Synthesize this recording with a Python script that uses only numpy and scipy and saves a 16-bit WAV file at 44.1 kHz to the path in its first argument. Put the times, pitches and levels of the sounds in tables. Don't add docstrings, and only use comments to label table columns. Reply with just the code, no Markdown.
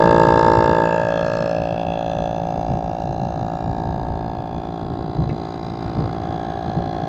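import sys
import numpy as np
from scipy import signal
from scipy.fft import rfft, irfft
from scipy.io import wavfile

SR = 44100
rng = np.random.default_rng(int(sys.argv[2]) if len(sys.argv) > 2 else 0)


def transcribe(u):
    v = np.clip(np.atleast_2d(u).T, -1, 1)
    q = np.round(v * 32767).astype(np.int16)
    wavfile.write(sys.argv[1], SR, q)


N = 312228


def amp(db):
    return 10 ** (np.asarray(db) / 20)


def unit(x):
    return x / np.sqrt(np.mean(abs(x) ** 2) + 1e-20)


def at_time(table, t, column=1):
    rows = np.array(table)
    return np.interp(t, rows[:, 0], rows[:, column])


def at_hz(table, hz):
    table_hz, value = np.transpose(table)
    return np.interp(np.log(hz + 1), np.log(table_hz + 1), value)


def coloured(x, spectrum):
    gain = amp(at_hz(spectrum, np.fft.rfftfreq(N, 1 / SR)))
    return irfft(rfft(x) * gain, N)


def drift(count, size):
    noise = rng.standard_normal(count + size - 1)
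    return unit(signal.fftconvolve(noise, np.hanning(size), "valid"))


def arch(t, middle_s, length_s):
    return np.cos(np.pi * np.clip((t - middle_s) / length_s, -.5, .5)) ** 2


# time in seconds, level in dB before the trims in wind(), raising of its deep bass in dB.
AIRSTREAM = [(0, -25.5, -1.5), (.7, -26, -1), (1, -32.5, -2), (2.3, -31.5, 3), (3.2, -30, 2), (4.1, -33, 9),
             (5.1, -31, -11), (5.6, -32.5, -15), (6.2, -30, -16), (7.08, -31.5, -4)]
# middle in seconds, length in seconds, level in dB before the same trims.
GUSTS = [(.47, 0.12, -28), (2.738, 0.15, -25), (3.215, .18, -28.5), (3.682, 0.18, -28.5), (3.87, 0.33, -30),
         (4.095, 0.32, -29), (4.385, 0.067, -31), (4.565, 0.067, -29), (4.882, .1, -31), (5.206, 0.12, -21),
         (5.299, 0.13, -23), (6.012, 0.15, -20.5), (6.297, .1, -26.5), (6.684, 0.075, -24.5),
         (6.79, 0.11, -21), (7.042, 0.036, -30)]
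# frequency in Hz, relative level in dB per Hz.
RUMBLE_COLOUR = [(15, -16), (38, -12), (62, 1), (90, -1.5), (125, 1), (160, -1), (230, -7), (350, -10),
                 (500, -17.5), (900, -24.5), (2000, -64.5), (5000, -75)]
# frequency in Hz, gain in dB.
SUB_BASS = [(45, -4.5), (60, -10.5), (80, -17), (120, -40), (300, -80.5)]
# frequency in Hz, relative level in dB per Hz.
BOOM_COLOUR = [(30, -34), (70, -13.5), (110, -1), (150, 7), (200, -10), (300, -15), (600, -34.5),
               (2000, -66)]
FULL_BOOM_DB = -18


def wind(rumble_db=-0.2, lumps_db=1.92, boom_db=0.5):
    t = np.arange(N) / SR
    stream = amp(at_time(AIRSTREAM, t) + lumps_db * drift(N, size=4000))
    gust_power = sum(amp(db) ** 2 * arch(t, middle_s, length_s) for middle_s, length_s, db in GUSTS)
    strength = np.sqrt(stream ** 2 + gust_power)

    rumble = unit(coloured(rng.standard_normal(N), RUMBLE_COLOUR))
    extra_bass = amp(at_time(AIRSTREAM, t, column=2)) - 1
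    rumble = rumble + extra_bass * coloured(rumble, SUB_BASS)

    boom = unit(coloured(rng.standard_normal(N), BOOM_COLOUR))
    boom_rise = strength / amp(FULL_BOOM_DB)
    return strength * (amp(rumble_db) * rumble + amp(boom_db) * boom_rise * boom)


# time in seconds, average level in dB.
TYRES = [(0, -35), (.8, -36.5), (1.5, -41.5), (3, -48), (4.2, -47), (4.8, -46), (5.4, -44.5), (5.9, -42),
         (6.4, -41), (7.08, -42)]
# frequency in Hz, relative level in dB per Hz.
TYRE_COLOUR = [(100, -10.5), (400, 5), (1000, 2), (1500, -0.5), (2200, -15.5), (3200, -14), (5000, -27),
               (7000, -30.5), (10000, -26)]


def tyres(flutter_db=1.5):
    spray = unit(coloured(rng.standard_normal(N), TYRE_COLOUR))
    level_db = at_time(TYRES, np.arange(N) / SR) + flutter_db * drift(N, size=1500)
    return spray * amp(level_db)


# start in seconds, peak level in dB.
KNOCKS = [(5.292, -34)]
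# frequency in Hz, relative level in dB, time to fall by 60 dB in seconds.
FRAME = [(1320, -6, 0.014), (2070, 2, 0.042), (2260, 3, .025), (2610, 5, 0.027), (3770, -1, 0.022)]


def knocks(contact_s=0.013):
    t = np.arange(SR // 4) / SR
    ring = sum(amp(db - 60 * t / t60) * np.sin(2 * np.pi * hz * t) for hz, db, t60 in FRAME)
    out = np.zeros(N)
    for start_s, db in KNOCKS:
        chatter = rng.standard_normal(len(t)) * np.exp(-t / contact_s)
        knock = signal.fftconvolve(ring, chatter)[:len(t)]
        out[round(start_s * SR):][:len(t)] += amp(db) * knock / abs(knock).max()
    return out


# time in seconds, speed in firings a second.
SPEED = [(0.0, 56.55), (0.95, 56.19), (1.3, 56.4), (2.6, 56.42), (3.1, 56.18), (3.5, 56.45), (4.4, 56.36),
         (5.3, 56.24), (6.1, 56.07), (6.45, 56.52), (6.85, 55.92), (7.08, 56.05)]
FIRST_FIRING_TURN = .102


def firing_times(jitter_s=.00004):
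    t = np.arange(N + 2000) / SR
    turns = np.cumsum(at_time(SPEED, t)) / SR - FIRST_FIRING_TURN
    times = np.interp(np.arange(int(turns[-1])), turns, t)
    return times + jitter_s * rng.standard_normal(len(times))


def peak(hz, centre_hz, width_hz):
    return (1 + ((hz - centre_hz) / width_hz) ** 2) ** -3


def ringing(gain, abruptness):
    cepstrum = irfft(np.log(np.maximum(gain, 1e-5)))
    half = cepstrum.shape[1] // 2
    cepstrum[:, 1:half] *= 2
    cepstrum[:, half + 1:] = 0
    struck_phase = rfft(cepstrum).imag
    return gain * np.exp(1j * np.clip(abruptness, 0, 1) * struck_phase)


# time in seconds, bearing from 0 (beside the exhaust)
# to 4 (ahead of the scooter), gain for closeness in dB, change of treble in dB.
RIDE = [(0.0, 0.21, 3.5, -5.2), (0.5, 0.0, -0.75, -7), (0.8, 0.22, -0.74, -5.5), (1.1, 0.82, -1.5, 3),
        (1.4, 0.68, -4, 5), (1.8, 1.71, -0.5, 4), (2.2, 1.49, -1, 3), (2.6, 2.04, 0, 2),
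        (3.2, 1.9, -3, 4.5), (3.8, 2.5, -1.5, 2), (4.4, 2.5, -4, 0.5), (5.0, 3, -4, -0.5),
        (5.7, 3, -5.5, 5), (6.05, 3, -3.5, 1), (6.3, 4, -3, 0.5), (7.08, 4.5, -2.3, 4)]
# middle in seconds, length in seconds, resonance in Hz, rise in dB.
SWELLS = [(.9, 0.22, 2657, 7), (1.003, 0.59, 896, 5.5), (1.05, 1.1, 1653, 4.5), (1.17, 0.22, 3394, 14),
          (1.25, 0.42, 4090, 3.5), (1.293, 0.76, 1270, 5), (1.847, 0.66, 2657, 8), (2.05, 1.46, 3394, 12),
          (3.5, .6, 1270, 6.5), (3.95, 2.4, 1653, 6.5), (4.05, 1.5, 896, 7), (4.6, 0.87, 3394, 6),
          (5.8, 1.5, 4782, 6.5), (6.003, 0.87, 4090, 2.5), (6.11, 0.97, 1270, 7)]


def beam(times, centre_hz, levels_db):
    swell_db = sum(db * arch(times, middle_s, length_s) for middle_s, length_s, hz, db in SWELLS
                   if abs(hz - centre_hz) < centre_hz / 12)
    bearing = at_time(RIDE, times)
    return np.interp(bearing, np.arange(len(levels_db)), levels_db) + swell_db


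# frequency in Hz, width in Hz before sharpening,
# share of the glide, then relative level in dB heard from bearing 0, 1, 2, 3 and 4.
RINGS = [(1647, 127, 0, -28, -36, -50.5, -52.5, -43.5), (2648, 190, 0.32, -44, -39.5, -54.5, -70, -72.5),
         (3408, 260, 0.85, -44, -51.5, -57.5, -54.5, -48.5),
         (4826, 260, .15, -44.5, -58.5, -58.5, -55, -56.5)]
# time in seconds, full shift in Hz.
GLIDE = [(0, 222), (.7, 237), (1, -13), (1.8, -18.5), (2.4, 88.5), (3, 286), (3.9, 401), (4.5, 2),
         (5.2, 35), (5.75, 248), (6.2, -8), (7.08, 20)]


def rings(times, hz, level_db=10.0, sharpness=1.29):
    power = 0
    for ring_hz, width_hz, share, *levels_db in RINGS:
        level = amp(level_db + beam(times, ring_hz, levels_db))[:, None]
        centre_hz = ring_hz + share * at_time(GLIDE, times)[:, None]
        spread = 250 * sharpness / width_hz
        power = power + level ** 2 * peak(hz, centre_hz, width_hz / sharpness) * spread
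    return np.sqrt(power)


# frequency in Hz, width in Hz,
# then relative level in dB heard from bearing 0, 1, 2, 3 and 4.
MUFFLER = [(55, 8.2, -25.5, -16.5, -27, -22, -30.5), (176.3, 44.3, -7.5, -9.5, -14, -13, -14.5),
           (294.6, 56, -27.5, -13.5, -19.5, -16, -17.5), (351.7, 92, -4, -25, -24, -13.5, -16.5),
           (480.8, 36, 1, -12, -24.5, -45, -40), (590, 53.6, -3.5, 0, -14, -22, -20.5),
           (729.4, 93.6, -28, -10, -10.5, -14.5, -11), (796, 41, -24.5, -25, -16, -20, -16),
           (896.3, 64.3, 2, -21.5, -23, -22, -44), (1063, 58, -11, -48, -32.5, -24.5, -26),
           (1269, 205, -15.5, -30, -39, -34, -45), (2076, 120, -28.5, -48.5, -57, -42.5, -45.5),
           (2360, 340, -52.5, -56, -50, -51.5, -52), (4034, 413, -31.5, -46.5, -55.5, -46, -49),
           (5340, 480, -33, -52.5, -58, -60, -63), (6120, 590, -57.5, -48.5, -55.5, -59, -56),
           (7080, 1120, -36, -59, -63.5, -60, -64.5)]


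def muffler(times, hz, body_db=0.0, wander_db=4.5):
    modes = np.array(MUFFLER)
    closeness_db = at_time(RIDE, times, column=2)
    treble_db = at_time(RIDE, times, column=3)
    mode_db = np.array([beam(times, row[0], row[2:]) for row in modes]).T
    gain = np.sqrt(amp(mode_db) ** 2 @ peak(hz, modes[:, :1], modes[:, 1:2]))

    patches = rng.standard_normal((len(times), len(hz)))
    smoothing = np.outer(np.hanning(45), np.hanning(13))
    wander = unit(signal.fftconvolve(patches, smoothing, "same"))
    treble = hz ** 4 / (hz ** 4 + 1800 ** 4)
    body = gain * amp(body_db + treble * (treble_db[:, None] + wander_db * wander))

    response = ringing(body, abruptness=.3) + ringing(rings(times, hz), abruptness=0.58)
    return amp(closeness_db)[:, None] * response


# frequency in Hz, delay in seconds beside the exhaust, delay in seconds ahead of the scooter.
TRAVEL = [(100, 0.0011, .0015), (269, 0.00069, 0.002), (460, 0.00074, .0053), (580, 0.0024, 0.0048),
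          (765, .0008, 0.0029), (900, 0.0018, 0.0002), (1190, 0.0034, 0.0025), (1632, .003, .0031),
          (2710, 0.00039, .0021), (3980, .0008, 0.0018), (6400, 0.0021, 0.0031)]
AHEAD_BEARING = 2.87


def travel(times, hz):
    beside, ahead = (at_hz([(row[0], row[k]) for row in TRAVEL], hz) for k in (1, 2))
    progress = np.clip(at_time(RIDE, times) / AHEAD_BEARING, 0, 1)[:, None]
    return beside + (ahead - beside) * progress


# frequency in Hz, share of its amplitude from 0 to 1.
TURBULENCE = [(100, 0.2), (600, 0.16), (1000, 0.22), (1700, 0.17), (3000, 0.54), (5000, 0.62), (8000, 0.84)]
# frequency in Hz, time in seconds.
SCATTER = [(200, 0.00044), (550, 0.0019), (900, 0.0048), (2000, 0.004004), (7000, 0.00387)]


def engine(level_db=35.5, rush_s=0.0011, leak=0.059, uneven_db=0.25, crack_uneven_db=1.43, size=2048):
    times = firing_times()
    hz, t = np.fft.rfftfreq(size, 1 / SR), np.arange(size) / SR

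    scatter_part = (1 + np.tanh(drift(len(hz), size=25) * hz / (hz + 1500))) / 2
    delay = travel(times, hz) + at_hz(SCATTER, hz) * scatter_part
    puff = np.exp(-2j * np.pi * np.cumsum(delay, axis=1) * hz[1])

    swell = t / rush_s * np.exp(-t / rush_s) + leak * (t < np.mean(np.diff(times)))
    rush = unit(rfft(rng.standard_normal((len(times), size)) * swell))
    share = np.clip(at_hz(TURBULENCE, hz), 0, 1)

    charge, crack = rng.standard_normal((2, len(times), 1))
    burn_db = uneven_db * charge + crack_uneven_db * crack * hz / (hz + 2000)
    drive = amp(level_db + burn_db) * (np.sqrt(1 - share ** 2) * puff + share * rush)

    lead = size // 4
    start, fraction = np.divmod(times * SR, 1)
    shift = np.exp(-2j * np.pi * hz * (lead + fraction[:, None]) / SR)
    pops = irfft(drive * muffler(times, hz) * shift) * signal.windows.tukey(size, .3)
    places = start.astype(int)[:, None] + np.arange(size)
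    return np.bincount(places.ravel(), pops.ravel())[lead:lead + N]


def scene():
    return (wind() + tyres() + knocks() + engine())[None]


# frequency in Hz, gain in dB.
MICROPHONE = [(5000, 1), (7000, -3.5), (7800, -8.5), (8500, -9.5), (10000, -15.5), (16000, -45.5)]
CUTOFF_HZ = 15800


def record(dry, hiss_db=-76):
    heard = coloured(dry[0], MICROPHONE) + amp(hiss_db) * rng.standard_normal(N)
    clipped = heard / (1 + heard ** 40) ** (1 / 40)
    lowpass = signal.firwin(511, CUTOFF_HZ, window=("kaiser", 9), fs=SR)
    return signal.oaconvolve(clipped, lowpass, "same")[None]


dry = scene()
out = record(dry)
transcribe(out)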